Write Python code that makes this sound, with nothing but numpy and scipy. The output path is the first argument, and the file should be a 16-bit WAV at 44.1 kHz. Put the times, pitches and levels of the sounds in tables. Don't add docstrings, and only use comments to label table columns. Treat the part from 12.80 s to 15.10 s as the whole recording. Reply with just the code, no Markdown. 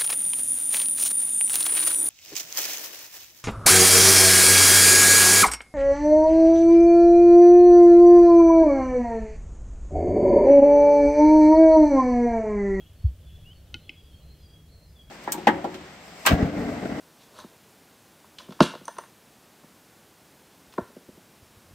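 import sys
import numpy as np
from scipy import signal
from scipy.fft import rfft, irfft, next_fast_len
from scipy.io import wavfile
from scipy.ndimage import uniform_filter1d, map_coordinates

SR = 44100
rng = np.random.default_rng(int(sys.argv[2]) if len(sys.argv) > 2 else 0)


def digitize_waveform(pressure):
    field = np.atleast_2d(pressure).T
    bounded = np.clip(field, -1, 1)
    quanta = np.round(bounded * 32767).astype(np.int16)
    wavfile.write(sys.argv[1], SR, quanta)


def invert_db(level):
    return 10 ** (np.asarray(level, dtype=float) / 20)


N = 101430
SONG_ECHO_T60_S = 0.4


def unit(x):
    return x / np.sqrt(np.mean(x ** 2) + 1e-20)


def along(points, hz):
    f, v = np.transpose(points)
    return np.interp(np.log(hz + 1), np.log(f + 1), v)


def curve(rows):
    return np.interp(np.arange(N) / SR, *np.transpose(rows))


def wobble(rate):
    return map_coordinates(rng.standard_normal(400), [np.arange(N) * rate / SR], mode="wrap")


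def since(start_s):
    return np.clip(np.arange(N) / SR - start_s, 0, None)


def onset(t, rise_s):
    return 1 - np.exp(-(t / rise_s) ** 2)


def mode(t, hz, level_db, t60_s):
    return invert_db(level_db - 60 * t / t60_s) * np.sin(2 * np.pi * hz * t)


def filtered(x, response):
    m = next_fast_len(x.shape[-1] + 8192)
    return irfft(rfft(x, m) * response(np.fft.rfftfreq(m, 1 / SR)), m)[..., :x.shape[-1]]


def rush(spectrum, patchy_db):
    # pitch_hz [Hz], likeness [0 to 1]
    likeness = [(30, .999), (150, 0.99), (400, 0.95), (1000, 0.78), (4000, 0.6), (9000, 0.35), (15000, .35)]
    z = signal.stft(rng.standard_normal((2, N + 512)), nperseg=512)[2]
    field = uniform_filter1d(rng.standard_normal(z.shape[1:]), size=4, axis=0)
    field = uniform_filter1d(field, size=8, axis=1)
    pair = signal.istft(z * invert_db(patchy_db * unit(field)), nperseg=512)[1][:, :N]

    def mid_side(hz):
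        angle = np.arccos(np.clip(along(likeness, hz), -1, 1)) / 2
        return invert_db(along(spectrum, hz)) * [np.cos(angle), np.sin(angle)]

    mid, side = filtered(pair, mid_side)
    return unit(np.array([mid + side, mid - side]))


def trunks(x, t60_s, gap_s):
    t = np.arange(SR) / SR
    tail = rng.standard_normal(SR) * invert_db(-60 * t / t60_s) * onset(t, gap_s)
    return signal.fftconvolve(x, tail / np.linalg.norm(tail))[:N]


def wood():
    # time_s [s], level_db [dB]
    rumble_level = [(0, -48.5), (.4, -49.5), (.6, -47), (.8, -53.5), (.95, -47.5), (1.1, -55), (1.35, -48),
                    (1.55, -51.5), (1.8, -51), (2, -52.5), (2.15, -51), (2.3, -51)]
    # pitch_hz [Hz], density_db [dB per Hz]
    rumble_band = [(20, -10), (42, -11), (65, 3.5), (80, -3.5), (97, -0.5), (120, -15.5), (145, -9),
                   (200, -47.5)]
    # pitch_hz [Hz], density_db [dB per Hz]
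    air_band = [(120, -50), (190, 0), (330, -4.5), (600, -8), (1000, -19), (2000, -22), (5000, -29.5),
                (8000, -36)]
    drone_hz, drone_width_hz, drone_db = 158.6, 14.8, -61
    air_db = -62.5 + 0.5 * wobble(3.73)
    rumble = invert_db(curve(rumble_level)) * rush(rumble_band, patchy_db=-2.0)
    drone = filtered(rng.standard_normal(N), lambda hz: 1 / (1 + ((hz - drone_hz) / drone_width_hz) ** 2))
    air = invert_db(air_db) * rush(air_band, patchy_db=1.5)
    return rumble + invert_db(drone_db) * unit(drone) + air


def microphone_hiss():
    # pitch_hz [Hz], density_db [dB per Hz]
    hiss_band = [(200, -5), (2000, -1), (7000, -3.5), (15700, -5)]
    return invert_db(-66) * rush(hiss_band, patchy_db=0.3)


def sing(rows, glide, rise_s, edge_s, flutter_db, waver_hz):
    lead_s = .1
    out = np.zeros(N + SR)
    for start_s, length_s, from_hz, to_hz, level_db in rows:
        t = np.arange(round(length_s * SR)) / SR
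        hz = from_hz + (to_hz - from_hz) * glide(t, length_s) + waver_hz * wobble(93.8)[:len(t)]
        edges = np.minimum(t / 0.0059, (length_s - t) / edge_s)
        swell = np.minimum(0.31 + t / rise_s, edges)
        shape = np.sin(np.pi / 2 * np.clip(swell, 0, 1))
        flutter = invert_db(flutter_db * wobble(75)[:len(t)])
        tone = np.sin(2 * np.pi * np.cumsum(hz) / SR)
        first = round((start_s + lead_s) * SR)
        out[first:first + len(t)] += invert_db(level_db - 1.5) * shape * flutter * tone
    return out[round(lead_s * SR):][:N]


def whistle(rows, settle_s, flutter_db, waver_hz):
    return sing(rows, lambda t, length_s: 1 - np.exp(-t / settle_s), .09, .018, flutter_db, waver_hz)


def songbirds():
    # start_s [s], length_s [s], start_hz [Hz], held_hz [Hz], level_db [dB]
    whistles = [(-.09, 0.13, 3500, 3295, -57), (.05, 0.081, 3313, 3310, -65.5),
                (.19, 0.093, 3290, 3280, -70), (.155, 0.14, 4460, 4420, -67), (.47, .15, 4270, 4260, -74),
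                (.443, 0.14, 3500, 3393, -62), (.56, 0.13, 3386, 3343, -64.5), (.72, 0.11, 4420, 4405, -67),
                (.965, 0.13, 4240, 4170, -66.5), (1.04, 0.073, 3510, 3300, -57.5),
                (1.1, 0.047, 3350, 3320, -61), (1.155, 0.063, 3330, 3320, -56),
                (1.225, .09, 3330, 3320, -67.5), (1.31, 0.15, 4410, 4360, -68.5),
                (1.41, 0.057, 3930, 4170, -61.5), (1.465, 0.086, 4100, 4155, -60.5),
                (1.592, 0.045, 4150, 4160, -62.5), (1.46, 0.13, 4360, 4340, -72),
                (1.608, 0.17, 3440, 3286, -61), (1.77, .05, 3273, 3300, -61.5),
                (1.81, 0.077, 3300, 3280, -66), (1.875, 0.106, 4390, 4375, -64.5),
                (1.97, 0.11, 4370, 4360, -66.5), (2.09, 0.057, 4330, 4320, -74),
                (1.885, 0.09, 3930, 4140, -62), (1.97, 0.12, 4140, 4123, -64.5),
                (2.185, 0.16, 3320, 3310, -56), (2.2, .045, 3090, 3110, -64),
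                (2.152, 0.056, 3520, 3334, -60)]
    # start_s [s], length_s [s], start_hz [Hz], end_hz [Hz], level_db [dB]
    chirps = [(.04, 0.022, 2620, 2660, -59.5), (.06, 0.012, 2760, 3100, -53), (.4, 0.04, 3490, 3430, -69),
              (.428, 0.021, 3430, 2840, -55.5), (.493, 0.014, 3170, 2650, -58),
              (.5, 0.022, 2650, 2840, -61), (.45, 0.022, 4560, 4800, -66), (.555, .02, 4050, 3750, -66),
              (.89, 0.026, 3050, 3070, -73), (.472, 0.019, 4000, 3750, -67), (.858, 0.033, 3730, 3620, -64),
              (.968, 0.024, 3600, 3800, -68), (1.312, 0.0296, 2860, 3780, -64),
              (1.33, 0.042, 3200, 3180, -66), (1.4, 0.022, 2910, 2930, -62.5),
              (1.54, 0.042, 2930, 2920, -72), (1.755, 0.0079, 2590, 2620, -58)]
    song = whistle(whistles, settle_s=.02, flutter_db=3.5, waver_hz=20)
    song = song + sing(chirps, lambda t, length_s: t / length_s, 0.018, 0.018, flutter_db=5, waver_hz=32)
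    return song + invert_db(-6) * trunks(song, SONG_ECHO_T60_S, gap_s=0.011)


def farthest_chorus():
    # time_s [s], level_db [dB]
    chorus_level = [(0, -68.5), (.35, -74), (.5, -69), (.8, -72), (1.2, -70), (1.6, -74.5), (2.3, -98)]
    # pitch_hz [Hz], density_db [dB per Hz]
    chorus_band = [(2000, -28), (2500, -1.5), (3200, 7), (3700, -2.5), (5200, -25), (6000, -31)]
    return invert_db(curve(chorus_level)) * unit(rush(chorus_band, patchy_db=2.0).mean(axis=0))


def thump():
    # start_s [s], level_db [dB]
    pushes = [
        (.24, 0),
        (0.453, -30),
        (0.536, -27.5),
        (0.608, -40),
    ]
    # pitch_hz [Hz], level_db [dB], t60_s [s]
    resonances = [(89.8, 15.7, .047), (64.7, -3.3, .147), (360, -33, .05)]
    left_right_db = [[.15], [-.15]]
    out = np.zeros(N)
    for start_s, push_db in pushes:
        t = since(start_s)
        ring = sum((-1) ** k * mode(t, *row) for k, row in enumerate(resonances))
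        out += invert_db(push_db) * onset(t, .027) * ring
    return out * invert_db(left_right_db)


def slide():
    # time_s [s], pitch_hz [Hz], level_db [dB]
    path = [
        (.643, 2560, -65),
        (0.667, 2850, -51.5),
        (0.699, 2910, -54),
        (0.721, 3090, -49.5),
        (.727, 3410, -65),
        (0.732, 3140, -48.5),
        (0.739, 2850, -69),
    ]
    time_s, pitch_hz, level_db = np.transpose(path)
    t = np.arange(N) / SR
    loudness = invert_db(np.interp(t, time_s, level_db, left=-150, right=-150))
    call = loudness * np.sin(2 * np.pi * np.cumsum(np.interp(t, time_s, pitch_hz)) / SR)
    return call + invert_db(-13) * trunks(call, SONG_ECHO_T60_S, gap_s=0.012)


def faint_whistler():
    # start_s [s], length_s [s], start_hz [Hz], held_hz [Hz], level_db [dB]
    far_notes = [(.66, 0.093, 4920, 4780, -72), (1.17, 0.1, 4900, 4740, -67.5),
                 (1.575, 0.14, 5030, 4720, -66), (1.645, 0.14, 4730, 4750, -68),
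                 (1.12, 0.043, 4950, 4900, -67.5), (2.06, .08, 5060, 4950, -68),
                 (2.135, 0.14, 4780, 4680, -70)]
    return trunks(whistle(far_notes, settle_s=.05, flutter_db=4, waver_hz=60), .12, gap_s=0.0021)


def clicks():
    # start_s [s], rise_s [s]
    cracks = [
        (.94227, .00046),
        (1.09349, .0013),
    ]
    # pitch_hz [Hz], level_db [dB], t60_s [s], sign at the beak [+1 or -1]
    pipes = [
        [(838, -51, .07, -1), (1440, -42, .08, -1), (2113, -39, .056, 1), (2572, -35, .059, 1),
         (2996, -25, .019, -1), (3767, -33, .01, 1), (3952, -29, .013, 1), (4537, -43, .03, -1),
         (5201, -50, .033, -1), (5850, -34, .007, 1), (6321, -43, .008, -1), (8362, -52, .015, 1)],
        [(802, -61, .085, -1), (1390, -46, .006, -1), (2107, -38, .038, 1), (2365, -30, .013, -1),
         (2612, -11, .006, -1), (3035, -31, .025, 1), (3533, -32, .006, -1), (3881, -29, .006, -1),
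         (4628, -45, .015, 1), (5348, -35, .006, -1), (6291, -56, .019, 1)],
    ]
    # pitch_hz [Hz], t60_s [s], level_db [dB]
    snaps = [
        [(257, 0.078, -39.5), (330.6, 0.097, -41.5), (3070, 0.19, -47.5), (4600, 0.093, -57),
         (9900, 0.009, -52), (12000, .005, -50)],
        [(319, 0.044, -38.5), (2485, 0.068, -46), (3100, .1, -64), (4540, 0.044, -59), (5120, .06, -56),
         (7300, 0.0041, -39), (9800, .006, -49)],
    ]
    # level_db [dB], lowest_hz [Hz]
    echoes = [
        (-13, 2330),
        (-11, 1800),
    ]
    # delay_s [s], level_db [dB]
    near_trunk = [
        (.043, -31),
        (.03, -24),
    ]
    shut_s, shut_t60_s, shut_low_hz, shut_high_hz = .016, .014, 2000, 2700
    chest_rise_s, scatter_t60_s = 0.0042, .025
    out = np.zeros(N)
    for crack, pipe, snap_modes, echo, trunk in zip(cracks, pipes, snaps, echoes, near_trunk):
        (start_s, rise_s), (echo_db, lowest_hz), (delay_s, trunk_db) = crack, echo, trunk
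        t = since(start_s)
        choke = invert_db(-60 * np.clip(t - shut_s, 0, None) / shut_t60_s)
        body = np.zeros(N)
        for hz, level_db, t60_s, sign in pipe:
            ring = sign * mode(t, hz, level_db, t60_s)
            body += ring * choke if shut_low_hz < hz < shut_high_hz else ring
        for hz, t60_s, level_db in snap_modes:
            ring = mode(t, hz, level_db, t60_s)
            body += ring * onset(t, chest_rise_s) if hz < 500 else ring
        click = invert_db(1) * body * onset(t, rise_s)
        crack_only = click * invert_db(-60 * t / scatter_t60_s)
        far = filtered(crack_only, lambda hz: hz ** 6 / (hz ** 6 + lowest_hz ** 6))
        near = trunks(np.roll(click, round(delay_s * SR)), .08, gap_s=.006)
        out += click + invert_db(echo_db) * trunks(far, 0.37, gap_s=0.0062) + invert_db(trunk_db) * near
    return out


def scene():
    birds = songbirds() + farthest_chorus() + slide() + faint_whistler()
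    return wood() + birds + thump() + clicks()


def band_limit(x):
    return signal.sosfilt(signal.butter(12, 16580, fs=SR, output="sos"), x)


def record(dry):
    top_hz = 15760
    mix = filtered(dry + microphone_hiss(), lambda hz: hz < top_hz)
    return band_limit(mix)


dry = scene()
out = record(dry)
digitize_waveform(out)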